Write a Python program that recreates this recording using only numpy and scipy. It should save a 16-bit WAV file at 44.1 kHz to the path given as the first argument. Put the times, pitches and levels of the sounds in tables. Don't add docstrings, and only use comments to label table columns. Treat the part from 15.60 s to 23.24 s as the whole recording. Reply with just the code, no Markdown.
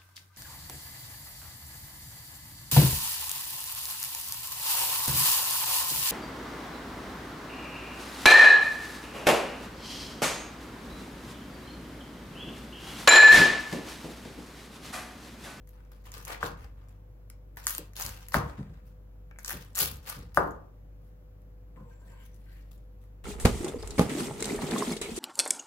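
import sys
import numpy as np
from scipy import signal
from scipy.io import wavfile
from scipy.ndimage import uniform_filter1d

SR = 44100
rng = np.random.default_rng(int(sys.argv[2]) if len(sys.argv) > 2 else 0)


def wav_out(sig):
    wavfile.write(sys.argv[1], SR, np.round(np.clip(np.atleast_2d(sig).T, -1, 1) * 32767).astype(np.int16))


def rack_gain(trim_db):
    fader = np.asarray(trim_db, float)
    return 10 ** (fader / 20)


N = 336924

# (frequency [Hz], level [dB])
CRUST = [(1470, -45.5), (2500, -1.5), (3980, -3), (4560, -1.5), (5870, -4), (8570, -7.5), (10200, -5.5),
         (12000, -3.5), (15900, -6.5), (16500, -35)]
# (time [s], peak level [dB], blow frequency [Hz], edge tick [dB], board ring [dB], woody
# noise tail [dB]), the last three against the blow
KNOCKS = [
    (0.827, -13.5, 1320, -41, -18, -24),
    (2.741, -7, 1470, -13, -16.5, -21.5),
    (4.771, -3, 1268, -19.5, -14, -21),
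    (6.165, -55.5, 1240, -26, -16.5, -7),
]


def evened(x):
    return x / np.sqrt(np.mean(x ** 2) + 1e-20)


def read(points, hz):
    f, value = np.transpose(points)
    return np.interp(np.log(hz + 1), np.log(f + 1), value)


def add(mix, s, sound):
    part = mix[..., round(s * SR):][..., :sound.shape[-1]]
    part += sound[..., :part.shape[-1]]


def causal(points):
    hz = abs(np.fft.fftfreq(4096, 1 / SR))
    log_gain = np.log(rack_gain(np.maximum(read(points, hz), -70)))
    phase = -signal.hilbert(log_gain).imag
    taps = np.fft.ifft(np.exp(log_gain + 1j * phase)).real[:1024]
    return taps / np.linalg.norm(taps)


def resonate(x, hz, width):
    r = np.exp(-np.pi * abs(width) / SR)
    if np.ndim(hz) == 0:
        return 2 * signal.lfilter([1 - r], [1, -r * np.exp(2j * np.pi * hz / SR)], x).real
    turn = np.exp(2j * np.pi * np.cumsum(hz) / SR)
    return 2 * (turn * signal.lfilter([1 - r], [1, -r], x / turn)).real


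def ring(modes, seconds=.6):
    t = np.arange(round(seconds * SR)) / SR
    return sum(rack_gain(db - 60 * t / t60) * np.sin(2 * np.pi * (hz * t + rng.random()))
               for hz, db, t60 in modes)


def panned(x, pan_db):
    return rack_gain([[pan_db / 2], [-pan_db / 2]]) * x


def fridge():
    # (frequency [Hz], width [Hz], level [dB], steady share [ratio])
    tones = [(49.2, 2.7, -48, 5.7), (99.6, 7.2, -59.5, 4.8), (160.3, 9.2, -69.5, 0.36),
             (200, 9.4, -74.5, 0.49), (290.4, 6, -79, 1), (498.6, 6, -70.5, 3.4), (590, 6.3, -81, 1.2)]
    t, out = np.arange(N) / SR, 0
    for hz, width, db, steady in tones:
        skirt = evened(resonate(resonate(rng.standard_normal(N), hz, width), hz, width))
        line = np.sin(2 * np.pi * (hz * t + rng.random()))
        out = out + rack_gain(db) * evened(steady * line + skirt)
    return panned(out, 0.82)


def air():
    # (frequency [Hz], level [dB per Hz])
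    hiss_spectrum = [(45, -29.5), (70, -13.5), (127, -15.5), (172, -22.5), (346, -27.5), (502, -29.5),
                     (837, -36), (3370, -53), (3970, -55), (7430, -57.5), (8540, -65), (10500, -58.5),
                     (12700, -52), (16000, -55)]
    # (frequency [Hz], left-right likeness [ratio])
    likeness = [(60, 0.85), (180, 0.92), (550, -0.18), (1650, -0.049), (4970, -0.48), (15000, 0.083)]
    frames, hz = N // 512 + 5, np.fft.rfftfreq(2048, 1 / SR)
    a, b, c, d, patches = rng.standard_normal((frames, 1025, 5)).T
    patches = evened(uniform_filter1d(uniform_filter1d(patches, size=20, axis=0), size=8, axis=1))
    same = np.clip(read(likeness, hz), -1, 1)[:, None]
    left = a + 1j * b
    right = same * left + np.sqrt(1 - same ** 2) * (c + 1j * d)
    z = np.array([left, right]) * rack_gain(read(hiss_spectrum, hz)[:, None] - 0.5 * patches)
    hiss = signal.istft(z, nperseg=2048, noverlap=1536)[1][:, :N]
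    return panned(rack_gain(-58.5) * evened(hiss), 0.77)


def pressure():
    # (peak time [s], swell
    # [s], peak level [dB], fade [dB per s], dull crumb against the crackle [dB])
    presses = [(.317, .002, -72, 115, 2.5), (0.459, 0.018, -58.5, 204, 3.5),
               (0.545, 0.021, -58.5, 248, 5.5), (0.584, 0.049, -58.5, 138, -0.5),
               (0.714, 0.046, -45.5, 261, 7.5), (0.828, 0.027, -54, 299, 11.5), (0.863, 0.043, -48, 277, 1),
               (1.027, 0.052, -62.5, 276, 6.5), (1.972, 0.002, -53.5, 160, 1.5),
               (2.06, 0.03, -62.5, 601.5, 0.5), (2.083, 0.007, -42, 160.5, -10.5),
               (2.413, 0.058, -42.5, 101, -1.5), (2.56, 0.036, -78, 100, 0),
               (2.687, 0.0009, -70.5, 1495, -4), (2.74, 0.022, -49, 897.5, -0.5),
               (2.744, 0.0038, -35.5, 424, -2.5), (2.79, 0.0097, -63.5, 121, -3),
               (3.712, .002, -73.5, 1500.5, 21), (3.85, 0.004, -58, 151, -2), (3.79, .002, -67, 151.5, -9),
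               (3.915, 0.04, -44.5, 191.5, -2.5), (4.02, 0.028, -69.5, 90.5, -3),
               (4.204, 0.036, -32.5, 313, -6), (4.229, 0.026, -38.5, 175.5, -9.5),
               (4.46, .03, -62.5, 197, 3), (4.493, 0.034, -45, 150.5, 0.5), (4.765, 0.023, -53, 399, -2.5),
               (4.78, .004, -62, 114.5, -6.5)]
    shifting_flakes = [(.072, .002, -74.5, 60, -4), (.17, 0.043, -94, 80, 25.5),
                       (1.22, 0.081, -77.5, 105, 12.5), (1.295, 0.0068, -84, 152, -8),
                       (2.9, 0.15, -67, 149, 10.5), (2.987, 0.022, -71.5, 200, 15),
                       (3.16, 0.073, -81, 100.3, 10.5), (3.27, 0.019, -72.5, 251, -4),
                       (5.46, 0.055, -80.5, 129, -3), (6.171, 0.0045, -80.5, 88.7, 0),
                       (6.3, 0.0082, -76.5, 120, 4), (6.5, 0.1, -75, 60, -1), (6.66, 0.067, -71, 200, -4),
                       (6.75, 0.012, -75, 300, -9), (6.97, 0.18, -73.5, 100, -1),
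                       (6.96, 0.061, -91, 250, 3), (7.112, 0.0013, -70.5, 156, -5.5),
                       (7.43, 0.045, -79, 146, -1.5)]
    bite_db, faded_db = 10.5, 47
    creep_s, creep_db = 0.0049, -20
    levels = np.zeros((3, N))
    for peak_s, swell, db, fade, dull_db in presses + shifting_flakes:
        swell, fade = max(swell, .0005), max(fade, 30)
        t = np.arange(-swell, faded_db / fade, 1 / SR)
        faded = fade * np.maximum(t, 0)
        level = db + bite_db * np.minimum(t, 0) / swell - faded
        thin = 1 - 0.65 * dull_db - 0.31 * faded
        dull = dull_db + 0.033 * faded
        creep = rack_gain(level[0] + creep_db) * np.linspace(0, 1, round(creep_s * SR))
        add(levels, max(peak_s - swell - creep_s, 0), creep[None])
        add(levels, peak_s - swell, rack_gain([level, level + thin, level + dull]))
    return levels


def patchy(x):
    z = signal.stft(x, nperseg=256)[2]
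    patches = rng.standard_normal(z.shape[1:][::-1]).T
    patches = evened(uniform_filter1d(uniform_filter1d(patches, size=6, axis=0), size=8, axis=1))
    return signal.istft(z * rack_gain(2.3 * patches), nperseg=256)[1][:, :N]


def crumble():
    # (frequency [Hz], level [dB])
    crumb_spectrum = [(320, -17), (550, -2), (666, -14), (731, -4), (1130, -3), (2160, -8), (3000, -14),
                      (3900, -18.5), (6600, -120)]
    fractures_per_s, spread_db = 1300, 2.8
    clumps = evened(uniform_filter1d(uniform_filter1d(rng.standard_normal(N), size=250), size=250))
    levels = pressure() * rack_gain(2 * clumps)
    size = rack_gain(spread_db * np.minimum(rng.exponential(1, N), 2.6))
    size = size * (rng.random(N) < fractures_per_s / SR)
    bursts = signal.lfilter([1], [1, -np.exp(-1 / (0.00033 * SR))], size)
    a, b, c, d = rng.standard_normal((4, N))
    bright = (evened(bursts) + 0.6) * np.array([a + b, a - b])
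    bright = signal.oaconvolve(bright, causal(CRUST)[None])[:, :N]
    lowpass = signal.firwin(33, 9000, fs=SR)
    thick = signal.oaconvolve(bright, lowpass[None], "same")
    soft = evened(uniform_filter1d(bursts, size=60)) + 0.67
    soft = soft * np.array([c + 0.89 * d, c - 0.81 * d])
    soft = evened(signal.oaconvolve(soft, causal(crumb_spectrum)[None])[:, :N])
    crackle = levels[0] * evened(thick) + levels[1] * evened(bright - thick)
    crumbs = levels[2] * soft
    return patchy(panned(crackle * rack_gain(-1.5), 3.5) + panned(crumbs * rack_gain(-1.0), 1.7))


def snaps(cracks):
    # (frequency [Hz], level [dB])
    layer = [(1500, -38.5), (2600, -6.5), (3500, -8.5), (5000, -4.5), (7000, -2), (8800, -6.5), (12500, -1),
             (16000, -8)]
    # (frequency [Hz], level [dB])
    slice_body = [(400, -22), (800, -10), (1250, -4), (1550, -4), (1900, -2), (2300, -8), (2900, -27),
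                  (6000, -60)]
    out, t = np.zeros((2, N)), np.arange(900) / SR
    noise = rng.standard_normal((len(cracks), 2, 900))
    place = rng.uniform(-0.41, 1, len(cracks))
    crust, body = causal(layer), causal(slice_body)
    decay = np.exp(-t / .00045) + rack_gain(-16) * np.exp(-t / 0.0036)
    for (s, db, hz, dull_db), (a, b), side in zip(cracks, noise, place):
        burst = decay * np.array([a + 0.49 * b, a - 0.19 * b])
        burst = signal.oaconvolve(burst, crust[None])[:, :900]
        burst = burst + 2.7 * resonate(burst, hz, 3000)
        tap = np.convolve(np.exp(-t / 0.00099) * b, body)[:900]
        crack = burst / abs(burst).max() + rack_gain(dull_db) * tap / abs(tap).max()
        left, right = panned(rack_gain(db) * crack, 2.0 + 0.68 * side)
        add(out[0], s + 0.00066, left)
        add(out[1], s + 0.00066 + side * .00007, right)
    return out


def kitchen():
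    # (frequency [Hz], t60 [s])
    decay_times = [(100, 1), (500, 0.53), (1400, 0.39), (4000, 0.25), (9000, 0.17), (15000, 0.13)]
    taps = np.zeros((2, SR))
    at = np.arange(100, SR - 20, 20) + rng.integers(0, 20, (2, (SR - 101) // 20))
    np.put_along_axis(taps, at, rng.choice([-1., 1.], at.shape), 1)
    hz, t, z = signal.stft(taps, SR, nperseg=256)
    tail = signal.istft(z * rack_gain(-60 * t / read(decay_times, hz)[:, None]), SR, nperseg=256)[1]
    return tail / np.linalg.norm(tail[0])


def rattle(modes):
    out = 0
    for hz, db, t60 in modes:
        moved = (hz * (1 + .03 * rng.standard_normal()), db, t60)
        unrest = evened(uniform_filter1d(rng.standard_normal(round(.6 * SR)), size=900))
        out = out + ring([moved]) * (1 + .6 * unrest)
    return out


def thumps():
    # (time [s], peak level [dB], deep modes [dB], board modes [dB], rise [s]),
    # both mode levels against the upper ones
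    pushes = [(0.549, -46, -15, 6, 0.023), (0.691, -46, -21, 1.5, 0.018), (0.829, -34, -4, 4, 0.0077),
              (0.9, -40, -4, -2, 0.0069), (1.016, -58, 16.5, -24, 0.0061), (2.186, -43, -24.5, 8.5, 0.0014),
              (2.443, -41.5, -2.5, -1, 0.0048), (2.749, -22.5, -5, -6.5, 0.0014),
              (2.837, -33, -11, -5, 0.0058), (2.981, -26.5, -14, -11.5, 0.0071),
              (3.089, -41.5, -2.5, -11, 0.0056), (3.93, -36.5, -5.5, 4.5, 0.008),
              (4.2, -32.5, -4, 5.5, 0.023), (4.31, -39, -2, -16.5, 0.005), (4.563, -34.5, -4, -4, 0.012),
              (4.769, -29, -7.5, 7.5, 0.002), (4.861, -39.5, -9, 12.5, 0.0099),
              (6.163, -38, -22, -3.5, 0.026), (6.215, -43, -14.5, -22, 0.0056)]
    # (frequency [Hz], level [dB], t60 [s])
    counter_deep = [(67.47, 3, 0.69), (97.8, 1.5, 0.66)]
    counter_upper = [(138.2, -1.5, 0.44), (167.3, -3.5, 0.45), (204.6, -3, 0.28), (259, -8, 0.18)]
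    board_low = [(292, -1.5, 0.27), (352, -1, 0.21), (447, -3, 0.05), (421.2, -2.5, 0.27),
                 (484, -4.5, 0.39), (553, -4, 0.21)]
    out, t = np.zeros(N), np.arange(round(.6 * SR)) / SR
    for s, db, deep_db, board_db, rise in pushes:
        body = rack_gain(deep_db - 5.5) * rattle(counter_deep)
        body = body + rack_gain(-7.0) * rattle(counter_upper)
        body = body + rack_gain(board_db - 12.5) * rattle(board_low)
        add(out, s, rack_gain(db) * body * (1 - np.exp(-t / max(rise, .001))))
    return panned(out, 0.7)


def knocks():
    # (frequency [Hz], level [dB], t60 [s])
    board_modes = [(474.3, -13.5, 0.31), (581, 2.5, 0.038), (807, -11.5, 0.29), (1033, -18.5, 0.42),
                   (1130, -31, 0.73), (1470, -23, 0.4), (1600, -30, 0.29)]
    # (frequency [Hz], level [dB])
    woody_tail_spectrum = [(120, -32), (200, -10), (323, -4.5), (480, -7), (610, -6), (1140, -1), (2290, -34),
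                           (3100, -38), (3900, -55), (4800, -40), (9000, -50.5), (11700, -76.5), (19800, -120)]
    out, t, long = np.zeros((2, N)), np.arange(400) / SR, np.arange(round(.5 * SR)) / SR
    for s, db, hz, tick_db, ring_db, woody_tail_db in KNOCKS:
        u = (t - .0029) * hz
        add(out, s, rack_gain(db) * np.exp(-(u / 0.74) ** 2) * np.sin(-2 * np.pi * u))
        tick = np.convolve(rng.standard_normal(len(t)) * np.exp(-t / 0.0018), causal(CRUST))
        add(out, s + 0.0019, rack_gain(db + tick_db) * tick / abs(tick).max())
        board = ring(board_modes)
        add(out, s + .004, rack_gain(db + ring_db) * board / abs(board).max())
        a, b = rng.standard_normal((2, len(long))) * rack_gain(db + woody_tail_db - 60 * long / 0.28)
        woody_tail = signal.oaconvolve([a + .5 * b, a - .5 * b], causal(woody_tail_spectrum)[None])
        add(out, s + 0.0048, woody_tail)
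    return panned(out, 3.2)


def face():
    # (frequency [Hz], level [dB], t60 [s])
    face_modes = [(287, -7.5, 0.35), (392, -5.5, 0.28), (479, 1, 0.3), (622, -10, 0.35), (671, -8.5, 0.29),
                  (730, -0.5, 0.29), (807, 1, 0.18), (1034, -3, 0.341), (1089, -6, 0.43),
                  (1163, -6.5, 0.23), (1201, 0.5, 0.16), (1292, 0.5, 0.36), (1410, -8, 0.38),
                  (1836, -22, 0.41)]
    out = np.zeros(N)
    for s, db, *_ in KNOCKS:
        board = ring(face_modes)
        add(out, s + .0045, rack_gain(db - 22.5) * board / abs(board).max())
    return panned(out, 2.0)


def catches():
    # (time [s], length [s], frequency [Hz], level [dB])
    grain_catches = [(6.157, 0.082, 1023, -63.5), (6.19, 0.064, 1460, -76), (6.234, .09, 910, -70.5),
                     (6.291, 0.064, 1600, -71), (6.301, .09, 1050, -78), (6.298, .07, 2300, -82),
                     (6.41, .045, 1600, -72), (6.408, 0.083, 1000, -70), (6.471, 0.044, 1750, -69.5),
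                     (6.491, .06, 940, -67), (6.5, .1, 1560, -73), (6.517, .08, 1035, -67),
                     (6.576, .09, 1600, -73), (6.58, 0.082, 2250, -77), (6.581, .08, 3000, -73),
                     (6.59, .05, 960, -75), (6.63, 0.077, 6000, -78), (6.728, 0.033, 6000, -75),
                     (6.483, 0.13, 2600, -80), (6.24, 0.073, 503, -64), (6.416, .08, 260, -70),
                     (6.86, .07, 1553, -75.5), (6.88, .11, 4500, -78), (6.951, .05, 2400, -77),
                     (7.014, .04, 1900, -79.5)]
    out = np.zeros(N)
    for s, length, hz, db in grain_catches:
        u = np.arange(0, 1, 1 / (length * SR))
        width = 0.074 * hz
        noise = rng.standard_normal(2 ** 13)[:len(u)]
        mode = evened(resonate(resonate(noise, hz, width), hz, 2.0 * width))
        add(out, s, rack_gain(db) * mode * np.sin(np.pi * np.sqrt(u)))
    return panned(out, 4.0)


def slide():
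    # (time [s], ringing steel [dB], rubbed wood against it [dB])
    rubs = [
        [(6.16, -65, 11.5), (6.172, -79, -3), (6.24, -76, -30), (6.3, -66.5, -11), (6.4, -71.5, -20),
         (6.5, -67.5, -2.5), (6.63, -67, 1.5), (6.72, -96.5, 15)],
        [(6.8, -89, 7), (6.872, -66.5, -3.5), (6.968, -68.5, 3.5), (7.1, -83, -7)],
    ]
    # (frequency [Hz], width [Hz], level [dB])
    blade_modes = [(523, 115, 3), (1010, 160, -6), (1600, 160, -13), (2560, 130, -6), (5900, 170, -16),
                   (7400, 310, -10.5), (7900, 260, -13)]
    # (frequency [Hz], level [dB])
    grain_spectrum = [(410, -36), (700, -20), (823, -11), (1900, 13), (4230, -7), (6000, -33), (7800, -40),
                      (13200, -120)]
    # (frequency [Hz], width [Hz], level [dB])
    squeak_modes = [(1800, 600, -14), (2690, 290, -6.5), (4200, 450, -13)]
    s, steel_db, wood_db = np.transpose(np.concatenate(rubs))
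    t, out = np.arange(s[0], s[-1], 1 / SR), np.zeros(N)
    under_s = rubs[1][0][0]
    unevenness = evened(uniform_filter1d(rng.standard_normal(len(t)), size=400))
    rub = rng.standard_normal(len(t)) * rack_gain(2.0 * unevenness)
    wander = uniform_filter1d(rng.standard_normal((len(blade_modes), len(t))), size=2600)
    contact = rack_gain(6.0 * evened(wander))
    steel = 0
    for (hz, width, db), touch in zip(blade_modes, contact):
        mode = resonate(resonate(rub, hz, width), hz, 2.0 * width)
        steel = steel + rack_gain(db) * evened(mode * touch) * np.sqrt(width)
    steel = evened(steel) * (t < under_s)
    climb = 1 + 0.18 * (t - np.where(t < under_s, s[0], under_s))
    wood = evened(np.convolve(rub, causal(grain_spectrum))[:len(t)])
    squeak = 0
    for (hz, width, db), touch in zip(squeak_modes, contact[::-1]):
        mode = resonate(resonate(rub, hz * climb, width), hz * climb, width)
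        squeak = squeak + rack_gain(db) * evened(mode * touch)
    wood = evened(wood + squeak)
    add(out, s[0], rack_gain(np.interp(t, s, steel_db) - 3) * steel)
    add(out, s[0], rack_gain(np.interp(t, s, steel_db + wood_db) - 3.5) * wood)
    lowest = [(hz, db, 0.39) for hz, width, db in blade_modes[:2]]
    add(out, s[0], rack_gain(-62.5) * ring(lowest))
    return panned(out, 6.6)


def scene():
    # (time [s], peak level [dB], brightest frequency [Hz])
    snapping_layers = [(0.518, -29.5, 6500), (0.5398, -28.5, 4200), (0.5494, -36, 3500), (0.6797, -22.5, 12000),
                       (0.8657, -30.5, 4430), (3.86, -25.5, 6860), (2.0797, -16.5, 13740), (2.095, -15.5, 14520),
                       (2.1058, -15.5, 15510), (2.1493, -19, 8940), (2.1807, -14, 12700), (2.398, -21, 13040),
                       (2.41, -19, 5220), (2.419, -20, 13500), (2.4226, -19, 6000), (2.463, -21, 5700),
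                       (4.158, -18, 7920), (3.8795, -19, 5156), (3.8918, -21, 13600), (3.9036, -23, 11370),
                       (3.9216, -23, 10600), (4.174, -19.5, 12720), (4.1783, -14.5, 11400), (4.1889, -9.5, 6450),
                       (4.2027, -11, 10410), (4.2062, -12, 12660), (4.229, -16.5, 12600), (4.2412, -16, 11630),
                       (4.258, -17.5, 14560), (4.4986, -16, 11040),
                       (0.25, -57, 6600), (.4208, -60, 12000), (0.5338, -46, 11900), (0.5793, -31, 4500),
                    (0.6279, -57, 11400), (0.6563, -29, 11100), (0.7298, -42, 3300), (0.8226, -51, 4820),
                    (0.86, -32.5, 11200), (1.285, -51, 7200), (1.9608, -45, 13600), (1.9777, -39, 11660),
                    (2.0402, -38, 12740), (2.061, -31.5, 12400), (2.0766, -16, 9970), (2.1585, -31, 13800),
                    (2.1615, -32, 12700), (2.1730, -28.5, 12900), (2.356, -49.5, 7090), (2.3807, -30, 5300),
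                    (2.4505, -20.5, 14650), (2.4565, -27.5, 13000), (2.483, -30, 9000), (2.4910, -25, 3886),
                    (2.5321, -38.5, 3010), (2.6120, -45, 6270), (2.6282, -45, 11000), (2.6952, -45, 11800),
                    (2.7075, -36, 13270), (3.7917, -35, 7000), (3.8763, -25, 7430), (3.8948, -18.5, 12780),
                    (3.9058, -21, 14890), (3.9283, -18, 6150), (4.1293, -55, 7290), (4.1319, -51.5, 7400),
                    (4.1486, -34, 3587), (4.1614, -21, 12740), (4.3690, -35, 12200), (4.4477, -49.5, 7900),
                    (4.4781, -33.5, 13950), (4.4893, -29, 4630), (4.4947, -21.5, 10530),
                    (4.5649, -37, 4340), (4.7562, -36.5, 9720), (4.7604, -38, 14000), (4.872, -49, 13000),
                    (4.9175, -47, 12000), (5.8185, -59, 12900), (6.6525, -49, 7860), (6.7588, -55, 13400),
                    (7.131, -51, 4010), (7.178, -54, 7800)]
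    # (time [s], peak level [dB], brightest frequency [Hz], dull part [dB])
    lone_cracks = [(0.0737, -42.5, 13100, -16), (0.0908, -43, 12900, -17), (0.3174, -40.5, 12600, -6),
                   (0.454, -48, 4870, -0.5), (0.4662, -44.5, 5300, -4), (0.651, -31, 11070, -26.5),
                   (1.292, -49, 6600, -20), (1.97, -32, 13380, -2.5), (2.0315, -46, 7510, -15),
                   (2.0447, -36.5, 7600, -18), (2.0553, -32.5, 13680, -37.5), (2.3338, -44.5, 5880, -6.5),
                   (2.3652, -24.5, 6200, -19), (2.6846, -24, 12400, -22.5), (2.7207, -31, 4890, -6),
                   (2.7344, -33.5, 12760, -10), (2.068, -9.5, 8000, -11), (3.711, -54.5, 5550, 11.5),
                   (3.76, -64.5, 5000, 16.5), (4.718, -63, 5060, 5.5), (3.7865, -32.5, 10900, -1.5),
                   (3.8313, -37, 14240, -19), (3.8468, -19.5, 5890, -18.5), (4.0481, -45, 12670, -2.5),
                   (4.1528, -19, 6510, -21.5), (4.358, -35, 11200, -18.5), (4.4742, -34.5, 14620, -5.5),
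                   (4.746, -30.5, 14400, -13), (4.9084, -42.5, 7400, -17.5), (6.7433, -46, 12900, -27.5),
                   (7.1133, -59.5, 14250, -16.5), (7.439, -54, 11700, -3.5)]
    further_splinters = [(3.845, -36, 6500, -16), (3.8575, -33, 7000, -20.5), (3.8615, -33, 6800, -21),
                         (3.9062, -25, 10000, -1.5), (3.8948, -32, 4000, 3.5), (4.1695, -31, 3500, 0),
                         (4.1805, -17, 11500, -10), (4.1965, -20, 11500, -20), (4.2172, -16, 5800, -20),
                         (4.211, -18, 12000, -21), (4.1641, -26.5, 12000, -19.5), (4.1852, -21, 11000, -19.5),
                         (4.5067, -29.5, 11000, -16), (1.7, -32, 9000, -15.5), (2.0885, -25.5, 13500, -20.5),
                         (2.1085, -22, 14500, -20), (2.4265, -26.5, 5200, -15.5), (2.498, -30, 13000, -20),
                         (2.7387, -33, 5000, -7), (.6505, -36.5, 9400, -25), (0.65, -31, 6000, -18)]
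    layers = [(s, db, hz, -21 - 0.065 * (db + 18.0)) for s, db, hz in snapping_layers]
    crust = crumble() + snaps(lone_cracks + layers + further_splinters)
    wood = knocks() + face()
    steel = slide() + catches()
    sent = rack_gain(-5) * crust + rack_gain(-8.5) * wood + rack_gain(-2.5) * steel
    wet = signal.fftconvolve(sent.mean(0)[None], kitchen(), axes=1)[:, :N]
    near = crust + wood + steel + thumps() + fridge()
    near[1] = np.roll(near[1], 5)
    return near + panned(wet, 1.0) + air()


def band_limit(x):
    return signal.sosfilt(signal.butter(12, 17150, fs=SR, output="sos"), x)


def record(dry):
    dry = signal.sosfilt(signal.butter(2, 38, "high", fs=SR, output="sos"), dry)
    limited = signal.oaconvolve(dry, signal.firwin(257, 16150, fs=SR)[None], "same")
    return band_limit(limited + rack_gain(-20.5) * (dry - limited))


dry = scene()
out = record(dry)
wav_out(out)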